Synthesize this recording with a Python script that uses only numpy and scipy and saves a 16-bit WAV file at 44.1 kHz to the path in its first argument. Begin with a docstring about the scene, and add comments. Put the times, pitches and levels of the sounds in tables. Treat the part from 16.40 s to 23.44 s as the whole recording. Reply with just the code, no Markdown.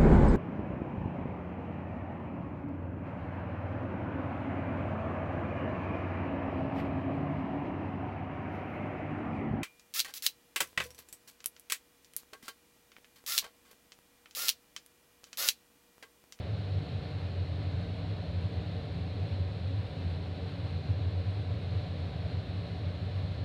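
"""A small tiled room, where an air vent runs steadily.
Swirling air makes the duct ring at its favourite pitches, called resonances. The strongest lie
close together and beat against each other in an uneven throb; the weaker ones drone and rush.
The grille adds an airy hiss, coloured by the hard walls, and the fan a faint steady tone."""
import sys
import numpy as np
from scipy import signal
from scipy.fft import rfft, irfft
from scipy.io import wavfile
from scipy.ndimage import uniform_filter1d

SR = 44100
rng = np.random.default_rng(int(sys.argv[2]) if len(sys.argv) > 2 else 0)


def unload_wav(signal):
    """Save mono or channel-first audio to the path in sys.argv[1] as 16-bit WAV at rate SR, clipped to [-1, 1]."""
    wavfile.write(
        sys.argv[1],
        SR,
        np.round(np.clip(np.atleast_2d(signal).T, -1, 1) * 32767).astype(np.int16),
    )


N = 310464


def undb(db):
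    """Turn decibels into a number to multiply by."""
    return 10 ** (np.asarray(db) / 20)


def level(x, db):
    """Scale a sound to the given average (rms) level."""
    return x * undb(db) / np.sqrt(np.mean(x ** 2))


def smooth(x, seconds):
    """Even out quick changes with a running average, taken twice."""
    size = max(int(seconds * SR), 1)
    return uniform_filter1d(uniform_filter1d(x, size), size)


def swell(x, curve, seconds=0.22):
    """Make a sound follow a slow level curve while its quick throbbing stays."""
    steady = x / np.sqrt(smooth(x ** 2, seconds))
    curve_db = np.interp(np.arange(N) / SR, *np.transpose(curve))
    return steady * undb(curve_db)


def turbulence(gain):
    """Swirling air makes noise; gain(f) says how strong each frequency is."""
    hz = np.maximum(np.arange(N // 2 + 1) * SR / N, 1)
    spectrum = rfft(rng.standard_normal(N))
    return level(irfft(spectrum * gain(hz), N), 0)


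def resonate(modes):
    """Swirling air rings resonances: each one is a peak in the noise, and their powers add."""
    def gain(f):
        power = 0
        for hz, width, db in modes:
            off_pitch = (f / hz - hz / f) * hz / width
            power += (undb(db) / (1 + off_pitch ** 2)) ** 2
        return np.sqrt(power)
    return turbulence(gain)


def room(x, fade_s=0.75, echo_db=-9):
    """The tiles add a blur of echoes that fades by 60 dB in fade_s; the overall level is kept."""
    t = np.arange(SR) / SR
    tail = rng.standard_normal(SR) * np.exp(-np.log(1000) * t / fade_s)
    tail *= undb(echo_db) / np.sqrt(np.sum(tail ** 2))
    # the air has long been running, so echoes fill the room from the start
    echoes = irfft(rfft(x) * rfft(tail, N), N)
    return (x + echoes) / np.sqrt(1 + undb(echo_db) ** 2)


def fan():
    """The turning fan hums one faint, steady tone."""
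    # the fan's tone: f/Hz, level/dB
    tones = [(115, -49)]
    t = np.arange(N) / SR
    return sum(undb(db) * np.sqrt(2) * np.sin(2 * np.pi * hz * t) for hz, db in tones)


def grille():
    """Air hisses through the slots and rings them faintly; a thin, high sizzle swells a little."""
    # tone colour of the hiss: f/Hz, relative level/dB
    hiss_shape = [(25, -6), (200, 0), (900, 1), (1250, -2), (2600, -2.5), (3200, -4), (4300, -3),
                  (4900, -15), (5900, -25), (7100, -26.5), (7900, -32), (8250, -29), (10500, -35.5),
                  (15500, -42.5)]
    # resonances of the slots: f/Hz, width/Hz, relative level/dB
    slot_modes = [(2590, 260, -3.5), (3910, 630, 1.5), (4170, 320, -6), (5380, 160, -11.5)]
    # peaks of the sizzle: f/Hz, width/Hz, relative level/dB
    sizzle_modes = [(8330, 600, 0.5), (9500, 700, -7.5), (11600, 460, -9.5)]
    # slow swell of the sizzle: t/s, level/dB
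    sizzle_curve = [(0, -88), (2.3, -88), (3.0, -86), (3.4, -86), (3.7, -84.5), (3.95, -87), (4.35, -86),
                    (4.65, -89), (4.95, -84), (5.3, -88), (7.04, -89)]
    hz, db = np.transpose(hiss_shape)
    hiss = turbulence(lambda f: undb(np.interp(np.log(f), np.log(hz), db)))
    slots = resonate(slot_modes)
    sizzle = swell(resonate(sizzle_modes), sizzle_curve)
    air = room(level(hiss, db=-52) + level(slots, db=-61.5) + sizzle)
    flicker = level(smooth(rng.standard_normal(N), seconds=0.044), db=0)
    return air * undb(0.42 * flicker)  # the level flickers by about 0.4 dB


def rush():
    """Air flowing along the duct stirs many weak resonances into a hollow rush."""
    # weaker resonances of duct and room: f/Hz, width/Hz, relative level/dB
    modes = [(55, 8.7, -13), (72.2, 21.3, -3.5), (133.8, 8.8, -3), (145.3, 5.9, 2), (180.4, 6.6, -7.5),
             (195.5, 6.7, -10.5), (212, 19.5, -13), (230, 11, -15), (253.1, 6.4, -10), (273, 17.4, -11),
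             (287.3, 7, -12), (301.9, 8, -10), (320.3, 12.7, -16.5), (366.3, 24, -19), (383, 14, -16.5),
             (404.7, 14, -15.5), (424, 17, -15), (457.8, 17.6, -13.5), (487, 32, -15.5), (539.4, 31, -16),
             (568.4, 20, -15), (599, 23.4, -15.5), (636, 21, -17.5), (679, 28, -22.5), (730.3, 54, -19),
             (768, 46, -23), (987, 21, -27.5), (1080, 20, -29.5), (1124, 18, -32), (2194, 31, -36.5)]
    return level(resonate(modes), db=-42)


def drone():
    """A pair of duct resonances drones above the boom and swells on its own."""
    # two close resonances: f/Hz, width/Hz, relative level/dB
    modes = [(160.5, 4.9, -1.5), (170.7, 7.4, -0.5)]
    # slow swell of the drone: t/s, level/dB
    curve = [(0.0, -49.5), (1.1, -48.5), (1.4, -44.5), (2.65, -44.5), (3.25, -51), (3.65, -45.5),
             (4.5, -48.5), (6.2, -45), (7.04, -47.5)]
    return swell(resonate(modes), curve)


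def boom(band_hz=(66, 130), surge_s=0.021):
    """Close, low resonances boost and cancel each other in turn: a throb that swells and surges."""
    # strongest resonances of duct and room: f/Hz, width/Hz, relative level/dB
    modes = [(88.33, 5.8, 2), (96.5, 5.9, -2), (107, 7.2, -4)]
    # slow swell of the boom: t/s, level/dB
    curve = [(0.0, -35), (0.38, -38), (0.6, -36.5), (0.9, -35.5), (1.34, -37.5), (1.48, -36.5), (2.11, -40),
             (2.43, -37.5), (2.88, -37), (3.39, -34), (3.52, -45), (3.68, -39), (3.87, -38.5), (4.15, -36),
             (4.4, -36), (4.68, -34.5), (5.25, -36), (5.57, -36.5), (6.33, -37.5), (6.55, -34),
             (7.04, -34.5)]
    # the strongest single throbs: t/s, level/dB
    surges = [(0.146, -29), (0.311, -29.5), (0.375, -27.5), (1.011, -28.5), (1.126, -29), (1.276, -29.5),
              (1.36, -28.5), (1.73, -30.5), (1.972, -29), (2.055, -28), (2.191, -28), (2.6, -33),
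              (2.824, -29), (2.926, -29), (3.01, -27.5), (3.254, -30), (3.39, -27.5), (3.61, -32),
              (3.67, -29.5), (3.73, -30), (4.507, -25), (4.667, -26), (4.783, -27.5), (4.882, -28),
              (4.997, -30), (5.11, -28), (5.369, -26.5), (5.972, -29.5), (6.85, -31)]
    t = np.arange(N) / SR
    ring = resonate(modes)
    hum = swell(ring, curve)
    even_ring = ring / np.sqrt(smooth(ring ** 2, surge_s))
    for at, db in surges:
        blend = np.exp(-((t - at) / surge_s) ** 2)  # glide to the surge's level and back
        hum = (1 - blend) * hum + blend * even_ring * undb(db)
    # the throb stays inside the duct's low band
    low_band = signal.butter(2, band_hz, "bandpass", fs=SR, output="sos")
    return signal.sosfiltfilt(low_band, hum)


def scene():
    """The vent, heard from one spot in the room."""
    return (boom() + drone() + rush() + grille() + fan())[None]


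def record(dry, bass_hz=36, top_hz=15700):
    """The microphone thins the deepest bass and cuts the highest treble."""
    bass_cut = signal.butter(2, bass_hz, "highpass", fs=SR, output="sos")
    treble_cut = signal.ellip(8, .2, 70, top_hz, fs=SR, output="sos")
    return signal.sosfilt(treble_cut, signal.sosfilt(bass_cut, dry))


dry = scene()
out = record(dry)
unload_wav(out)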